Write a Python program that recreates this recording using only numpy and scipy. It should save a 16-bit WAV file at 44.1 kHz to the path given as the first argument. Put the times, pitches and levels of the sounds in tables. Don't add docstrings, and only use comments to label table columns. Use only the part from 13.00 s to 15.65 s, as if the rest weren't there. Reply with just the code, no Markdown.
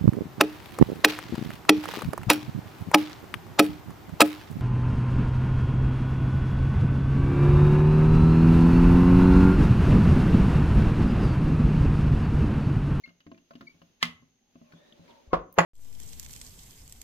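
import sys
import numpy as np
from scipy import signal
from scipy.fft import rfft, irfft
from scipy.io import wavfile
from scipy.ndimage import uniform_filter1d

SR = 44100
rng = np.random.default_rng(int(sys.argv[2]) if len(sys.argv) > 2 else 0)


def waveform_to_disk(signal):
    frames = np.transpose(np.atleast_2d(signal))
    scaled = np.clip(frames, -1, 1) * 32767
    samples = np.round(scaled).astype(np.int16)
    wavfile.write(sys.argv[1], SR, samples)


def linear_from_db(decibels):
    return 10 ** (np.asarray(decibels, float) / 20)


N = 116865
T = np.arange(N) / SR

SOUND_SIZE = 16384
LEAD_S = 0.004
PORT_UNLIKE = 0.86

# frequency in Hz, level in dB.
ROOM_TONE_COLOUR = [(25, -9), (240, -8.5), (450, -13.5), (1050, -21.5), (1700, -22), (3000, -18.5),
                    (6800, -26), (7400, -50), (11500, -31.5), (16000, -40.5), (16600, -75)]
# frequency in Hz, time to fall 60 dB in seconds.
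ROOM_DECAY = [(100, 0.5), (500, 0.33), (2000, 0.32), (6000, 0.17), (15000, 0.26)]
# frequency in Hz, level in dB.
MIC_TOP = [(16600, 0), (17000, -30)]
# time in seconds, level in dB.
SLEEVE_LEVEL = [
    (1.6, -85),
    (1.721, -64),
    (1.9, -63),
    (2.0, -66.5),
    (2.098, -57),
    (2.2, -65.5),
    (2.299, -65),
]
# frequency in Hz, level in dB.
SLEEVE_COLOUR = [(80, -15.5), (280, 2.5), (700, -4.5), (1300, -11.5), (3500, -14.5), (5000, -18.5),
                 (8000, -32), (16000, -35)]
# start and end in seconds, level in dB, start and end frequency in Hz.
SLEEVE_WHISTLES = [
    (1.63, 1.73, -73, 1050, 1150),
    (1.78, 1.96, -72, 1740, 1880),
    (1.73, 1.93, -69.5, 3350, 3900),
    (1.62, 1.72, -79.5, 2750, 2300),
    (1.6, 4.6, -67, 601, 420),
    (2.07, 2.24, -65, 950, 910),
    (1.29, 1.56, -86, 740, 830),
    (2.09, 2.13, -57.5, 4400, 2400),
    (1.95, 2.2, -77.5, 3900, 4200),
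]
# start in seconds, frequency in Hz, length in
# seconds, peak level in dB, # place of the peak from 0 to 1.
SQUEAKS = [
    (0.036, 2152, 0.023, -39.5, 0.37),
    (0.062, 2126, 0.058, -56.5, 0.1),
    (0.668, 2260, 0.019, -42, 0.66),
    (0.693, 2283, 0.036, -55.5, 0.15),
    (1.012, 1774, 0.0091, -48, .9),
    (2.306, 1080, 0.046, -46, .8),
]
# start in seconds, bench peak, board and jaws levels in dB,
# jaws resonance in Hz.
TAPS = [(0.058, -66, -69, -56.5, 2800), (0.075, -48, -66.5, -59.5, 1510), (0.09, -59.5, -67, -58.5, 2870),
        (0.104, -53, -66.5, -81, 2130), (0.203, -71, -75, -56, 2900), (0.265, -40.5, -57, -57, 2130),
        (0.315, -38.5, -52, -56.5, 2850), (0.344, -50, -88, -61.5, 2300), (0.376, -51, -73, -59, 2820),
        (0.507, -49.5, -49.5, -53.5, 1300), (0.534, -53.5, -63, -60.5, 2830),
        (0.553, -47, -63, -51.5, 2900), (0.608, -46.5, -55, -47, 1300), (0.623, -42, -66.5, -61, 1700),
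        (0.744, -53.5, -75, -89, 2330), (0.816, -49.5, -56, -58.5, 2960), (1.223, -53, -70.5, -92.5, 1700),
        (1.555, -45, -60.5, -67, 2720), (1.614, -49, -64, -72, 2774), (1.721, -57, -74, -54, 1490),
        (1.735, -45.5, -62.5, -63, 3400), (1.922, -53, -77, -64, 3060), (1.995, -43.5, -69, -79, 1826),
        (2.078, -69, -83, -59, 2170), (2.11, -53.5, -64.5, -68, 2010)]
# frequency in Hz, level in dB, time to fall 60 dB in seconds.
BENCH_MODES = [(101, -13, 0.29), (169.5, -1.5, 0.2), (239.2, 5, 0.12), (280.6, -4.5, 0.22), (350, -8, 0.13)]
# frequency in Hz, level in dB, time to fall 60 dB in seconds.
BOARD_MODES = [(567, -1.5, 0.12), (666, -2.5, 0.14), (823, -9, 0.024), (1067, 4, 0.044), (1230, -1, 0.027),
               (1620, -2.5, .025)]
# frequency in Hz, level in dB.
JAWS_COLOUR = [(200, -33), (1500, 9), (3500, 0), (5000, -0.5), (7000, -22), (15000, -18.5)]
# start in seconds, crack level in dB, crack time to fall 60 dB in seconds,
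# ring level in dB, lag of the left port in seconds.
BLOWS = [
    (1.0275, -13.5, 0.035, -18.5, -.00028),
    (2.3313, -20, 0.049, -12, .0001),
    (2.5852, -7, 0.044, -6, .0001),
]
# frequency in Hz, level in dB.
CRACK_COLOURS = [
    [(40, -51.5), (400, -16.5), (1000, -6), (2000, 2), (5300, -8), (6800, -19.5), (9000, -22.5),
     (15000, -30), (16500, -29.5)],
    [(60, -11), (300, -8), (700, -10), (1200, -8), (2200, -22.5), (5000, -34.5), (8000, -54),
     (16000, -63.5)],
    [(60, -18), (300, -0.5), (1100, 2), (2100, -3), (3500, -19), (6800, -28), (8500, -37.5), (15000, -40),
     (16500, -72)],
]
# frequency in Hz, level in dB, time to fall 60 dB in seconds.
BLOW_MODES = [
    [(95, -13.5, 0.148), (165.3, 1, 0.29), (241.4, 2, 0.21), (590, -7.5, .08), (1078, 11, 0.048),
     (1300, -0.5, .06), (1740, 7.5, 0.076), (2079, 15, 0.081), (2797, 1.5, 0.067), (3120, 5.5, 0.041),
     (3370, 1, 0.034), (4290, -2.5, 0.027), (5370, -10, 0.063), (8950, -3.5, 0.013)],
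    [(168, -6, 0.11), (338, -6.5, 0.056), (553, 1, 0.066), (648, 1, 0.076), (729.5, 8.5, 0.048),
     (959, -2.5, 0.07), (1079, 7.5, 0.05), (1167, -2, 0.069), (1404, -8, .05), (1980, -12.5, .04),
     (2100, -17, 0.092), (3645, -33, .05)],
    [(168.6, -9, 0.19), (428, -11.5, 0.053), (544, -8, 0.1), (662, 1, 0.08), (833, -3.5, 0.076),
     (1097, 5, 0.052), (1143, -5.5, .07), (1425, -5, 0.046), (1660, -2, 0.05), (1995, -1.5, 0.035),
     (2093, -6.5, 0.06), (3400, -18, .04), (4570, -15.5, 0.037), (6760, -5, 0.024)],
]
# start in seconds, number of the blow it resembles, level in dB.
BOUNCES = [
    (2.3366, 1, 0.5),
    (2.342, 1, -10.5),
    (2.351, 1, -9),
    (2.5905, 2, -4),
    (2.603, 2, -12),
    (2.611, 2, -20.5),
    (1.044, 0, -17.5),
    (1.052, 0, -17.5),
]
# start in seconds, frequency in Hz, level in dB,
# time to fall 60 dB in seconds.
THUDS = [
    (1.086, 90.5, -47.5, 0.092),
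    (1.145, 90.4, -58, .12),
    (1.2, 127, -53, 0.082),
    (2.274, 58.4, -42.5, 0.15),
    (2.323, 36, -40, 0.17),
    (2.365, 43.7, -34.5, 0.19),
    (2.589, 55.7, -53, .25),
    (2.331, 466, -5.5, 0.011),
    (2.58, 464, -11, 0.026),
]
# start in seconds, level in dB, frequency in Hz.
SPRING_TICKS = [
    (1.924, -47.5, 3500),
    (2.526, -45.5, 14300),
    (2.541, -50, 14000),
    (2.526, -60, 11000),
    (2.541, -57.5, 11000),
]
# share of the tick's frequency, level in dB.
TICK_COLOUR = [(.7, -30), (0.849, -5.5), (1.0, -1.5), (1.12, -8), (1.25, -43)]


def unit(x):
    return x / np.sqrt(np.mean(x ** 2))


def colour(x, points):
    p = np.array(points, float)
    hz = np.fft.rfftfreq(x.shape[-1], 1 / SR) + 1
    gain = linear_from_db(np.interp(np.log(hz), np.log(p[:, 0]), p[:, 1]))
    return irfft(rfft(x) * gain, x.shape[-1])


def band(x, hz, width_hz):
    return signal.lfilter(*signal.iirpeak(hz, hz / width_hz, fs=SR), x)


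def fade(t60, size=SOUND_SIZE):
    return np.exp(-np.log(1000) * T[:size] / max(t60, 0.002))


def walk(rate):
    k = int(SR / rate)
    return unit(uniform_filter1d(uniform_filter1d(rng.standard_normal(N), k), k))


def narrow(hz):
    k = int(7 * SR / hz.mean())
    slow = uniform_filter1d(uniform_filter1d(rng.standard_normal((2, 2, N)), k), k)
    phase = 2 * np.pi * np.cumsum(hz) / SR
    return slow[0] * np.cos(phase) + slow[1] * np.sin(phase)


def ring(modes, scatter_db, detune=0.0076, rise_s=0.003):
    chance = rng.standard_normal((len(modes), 3))
    t = np.maximum(T[:SOUND_SIZE] - LEAD_S, 0)
    side = np.array([[1], [-1]])
    x = 0
    for (hz, db, t60), (strength, pitch, spread) in zip(modes, chance):
        decay = linear_from_db(db + scatter_db * strength) * np.exp(-np.log(1000) * t / t60)
        port_phase = side * PORT_UNLIKE * spread * min(hz / 650, 1)
        x = x + decay * np.sin(2 * np.pi * hz * (1 + detune * pitch) * t + port_phase)
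    return x * np.minimum(t / rise_s, 1) / np.sqrt(sum(linear_from_db(2 * m[1]) for m in modes))


def burst(points, t60, rise_s=0.0023):
    n = rng.standard_normal((3, SOUND_SIZE))
    n = np.array([n[0] + PORT_UNLIKE * n[1], n[0] + PORT_UNLIKE * n[2]])
    envelope = np.clip((T[:SOUND_SIZE] - LEAD_S) / rise_s, 0, 1) * fade(t60)
    start = fade(t60)[int(LEAD_S * SR)]
    return colour(n * envelope, points) / np.std(colour(n, points)) / start


def add(out, x, s, lag=0., pan_db=0.):
    x = x * np.ones((2, 1))
    for ch, (t, g) in enumerate([(s + lag / 2, pan_db / 2), (s - lag / 2, -pan_db / 2)]):
        i = int(round((t - LEAD_S) * SR))
        out[ch, i:i + x.shape[1]] += linear_from_db(g) * x[ch, :N - i]


def room_tone():
    mid, side = (colour(rng.standard_normal(N), ROOM_TONE_COLOUR) for _ in range(2))
    side = colour(side, [(100, -9.0), (600, -0.5)])
    wide = np.array([mid + side, mid - side]) / np.sqrt(np.mean(mid ** 2))
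    wide = wide * linear_from_db(-73.5 + 2.3 * walk(6.1))
    port_hz, port_width_hz = 6363, 370
    hiss = band(rng.standard_normal((2, N)), port_hz, port_width_hz)
    hiss = band(hiss, port_hz, port_width_hz)
    hum = band(rng.standard_normal(N), 236.5, 20)
    return wide + linear_from_db(-78) * unit(hiss) + linear_from_db(-76) * unit(hum)


def room(x):
    p, size, tail = np.array(ROOM_DECAY), N // 4, 0
    for hz in 60 * 2 ** np.arange(0, 8.2, 0.5):
        n = rng.standard_normal((2, size))
        n[1] += (n[0] - n[1]) * np.clip(1 - hz / 900, 0, 1)
        t60 = np.interp(np.log(hz), np.log(p[:, 0]), p[:, 1])
        tail = tail + band(n, hz, hz / 3) * fade(t60, size)
    tail = tail * np.minimum(T[:size] / 0.018, 1)
    tail = tail / np.sqrt(np.sum(tail ** 2) / 2)
    return signal.fftconvolve(x.mean(0)[None], tail)[:, :N]


def sleeve():
    c = np.array(SLEEVE_LEVEL)
    grain_db = rng.exponential(size=(2, N)) + 1.3 * walk(40)
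    grains = rng.standard_normal((2, N)) * linear_from_db(grain_db)
    level_db = np.interp(T, c[:, 0], c[:, 1], left=-99)
    level_db = level_db - 60 * np.clip((T - 2.33) / 0.1, 0, 1)
    out = unit(colour(grains, SLEEVE_COLOUR)) * linear_from_db(level_db)
    for start, end, db, hz, end_hz in SLEEVE_WHISTLES:
        gate = np.clip(np.minimum(T - start, end - T) / 0.026, 0, 1)
        whistle = unit(narrow(np.interp(T, [start, end], [hz, end_hz])))
        out = out + linear_from_db(db + 2 * walk(22)) * gate * whistle
    return out


def squeaks():
    out = np.zeros((2, N))
    sag, octave_db = 0.02, -12
    for s, hz, length, db, top in SQUEAKS:
        u = np.linspace(0, 1, int(length * SR))
        phase = 2 * np.pi * np.cumsum(hz * (1 + sag * (1 - 2 * u))) / SR
        shape = np.sin(np.pi / 2 * np.minimum(u / top, (1 - u) / (1 - top))) ** 0.96
        tone = np.sin(phase) + linear_from_db(octave_db) * np.sin(2 * phase)
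        add(out, linear_from_db(db) * shape * tone, s + LEAD_S, 0.0001, 5.)
    return out


def taps():
    out = np.zeros((2, N))
    contact_s = 0.0021
    for s, bench_db, board_db, jaws_db, hz in TAPS:
        steel = burst(JAWS_COLOUR, 0.051, contact_s)
        steel = steel + linear_from_db(1) * band(steel, hz, 160) * 4
        bench = ring(BENCH_MODES, 4.34, 0.038, contact_s)
        board = ring(BOARD_MODES, 2, 0.016, contact_s)
        x = linear_from_db(bench_db - 1.5) * bench + linear_from_db(board_db + 9.5) * board + linear_from_db(jaws_db - 0.5) * steel
        add(out, x, s, -0.00028, 1.5)
    return out


def thuds():
    out = np.zeros((2, N))
    for s, hz, db, t60 in THUDS:
        add(out, -linear_from_db(db) * ring([(hz, 0, t60)], 0, 0, 0.33 / hz), s, 0, 3.)
    return out


def spring_ticks():
    out = np.zeros((2, N))
    for s, db, hz in SPRING_TICKS:
        points = [(hz * share, g) for share, g in TICK_COLOUR]
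        add(out, linear_from_db(db) * burst(points, 0.018, 0.0003), s)
    return out


def blows():
    out = np.zeros((2, N))
    swell_db, snap_db, wash_db = (-24, -25.5, -23), (1, 2, 0), (-20.5, -11.5, -14.5)
    for s, k, db in [(b[0], k, 0) for k, b in enumerate(BLOWS)] + list(BOUNCES):
        k = int(k)
        _, crack_db, t60, ring_db, lag = BLOWS[k]
        crack = linear_from_db(crack_db) * burst(CRACK_COLOURS[k], t60)
        struck = linear_from_db(ring_db) * ring(BLOW_MODES[k], 0.93, 0.008, 0.0021)
        add(out, linear_from_db(db) * (crack + struck), s, lag, -1.5)
    for k, (s, db, _, _, lag) in enumerate(BLOWS):
        points = CRACK_COLOURS[k]
        add(out, linear_from_db(db + snap_db[k]) * burst(points, 0.015, 0.00011), s, lag, -1.5)
        swell = burst(points, 0.043)[:, ::-1]
        add(out, linear_from_db(db + swell_db[k]) * swell, s - SOUND_SIZE / SR + 2 * LEAD_S, lag)
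        wash = burst(points, 0.21, 0.012)
        add(out, linear_from_db(db + wash_db[k]) * wash, s, lag)
    return out


def scene():
    background = room_tone() + sleeve()
    pivot = squeaks()
    struck = taps() + thuds() + spring_ticks() + blows()
    echoes = room(linear_from_db(-13.5) * struck + linear_from_db(-17) * pivot)
    return background + pivot + struck + echoes


def top_cut(x):
    return signal.sosfilt(signal.butter(12, 17000, fs=SR, output="sos"), x)


def record(dry):
    limit = 1.1
    mix = colour(limit * np.tanh(dry / limit), MIC_TOP)
    return top_cut(mix)


dry = scene()
out = record(dry)
waveform_to_disk(out)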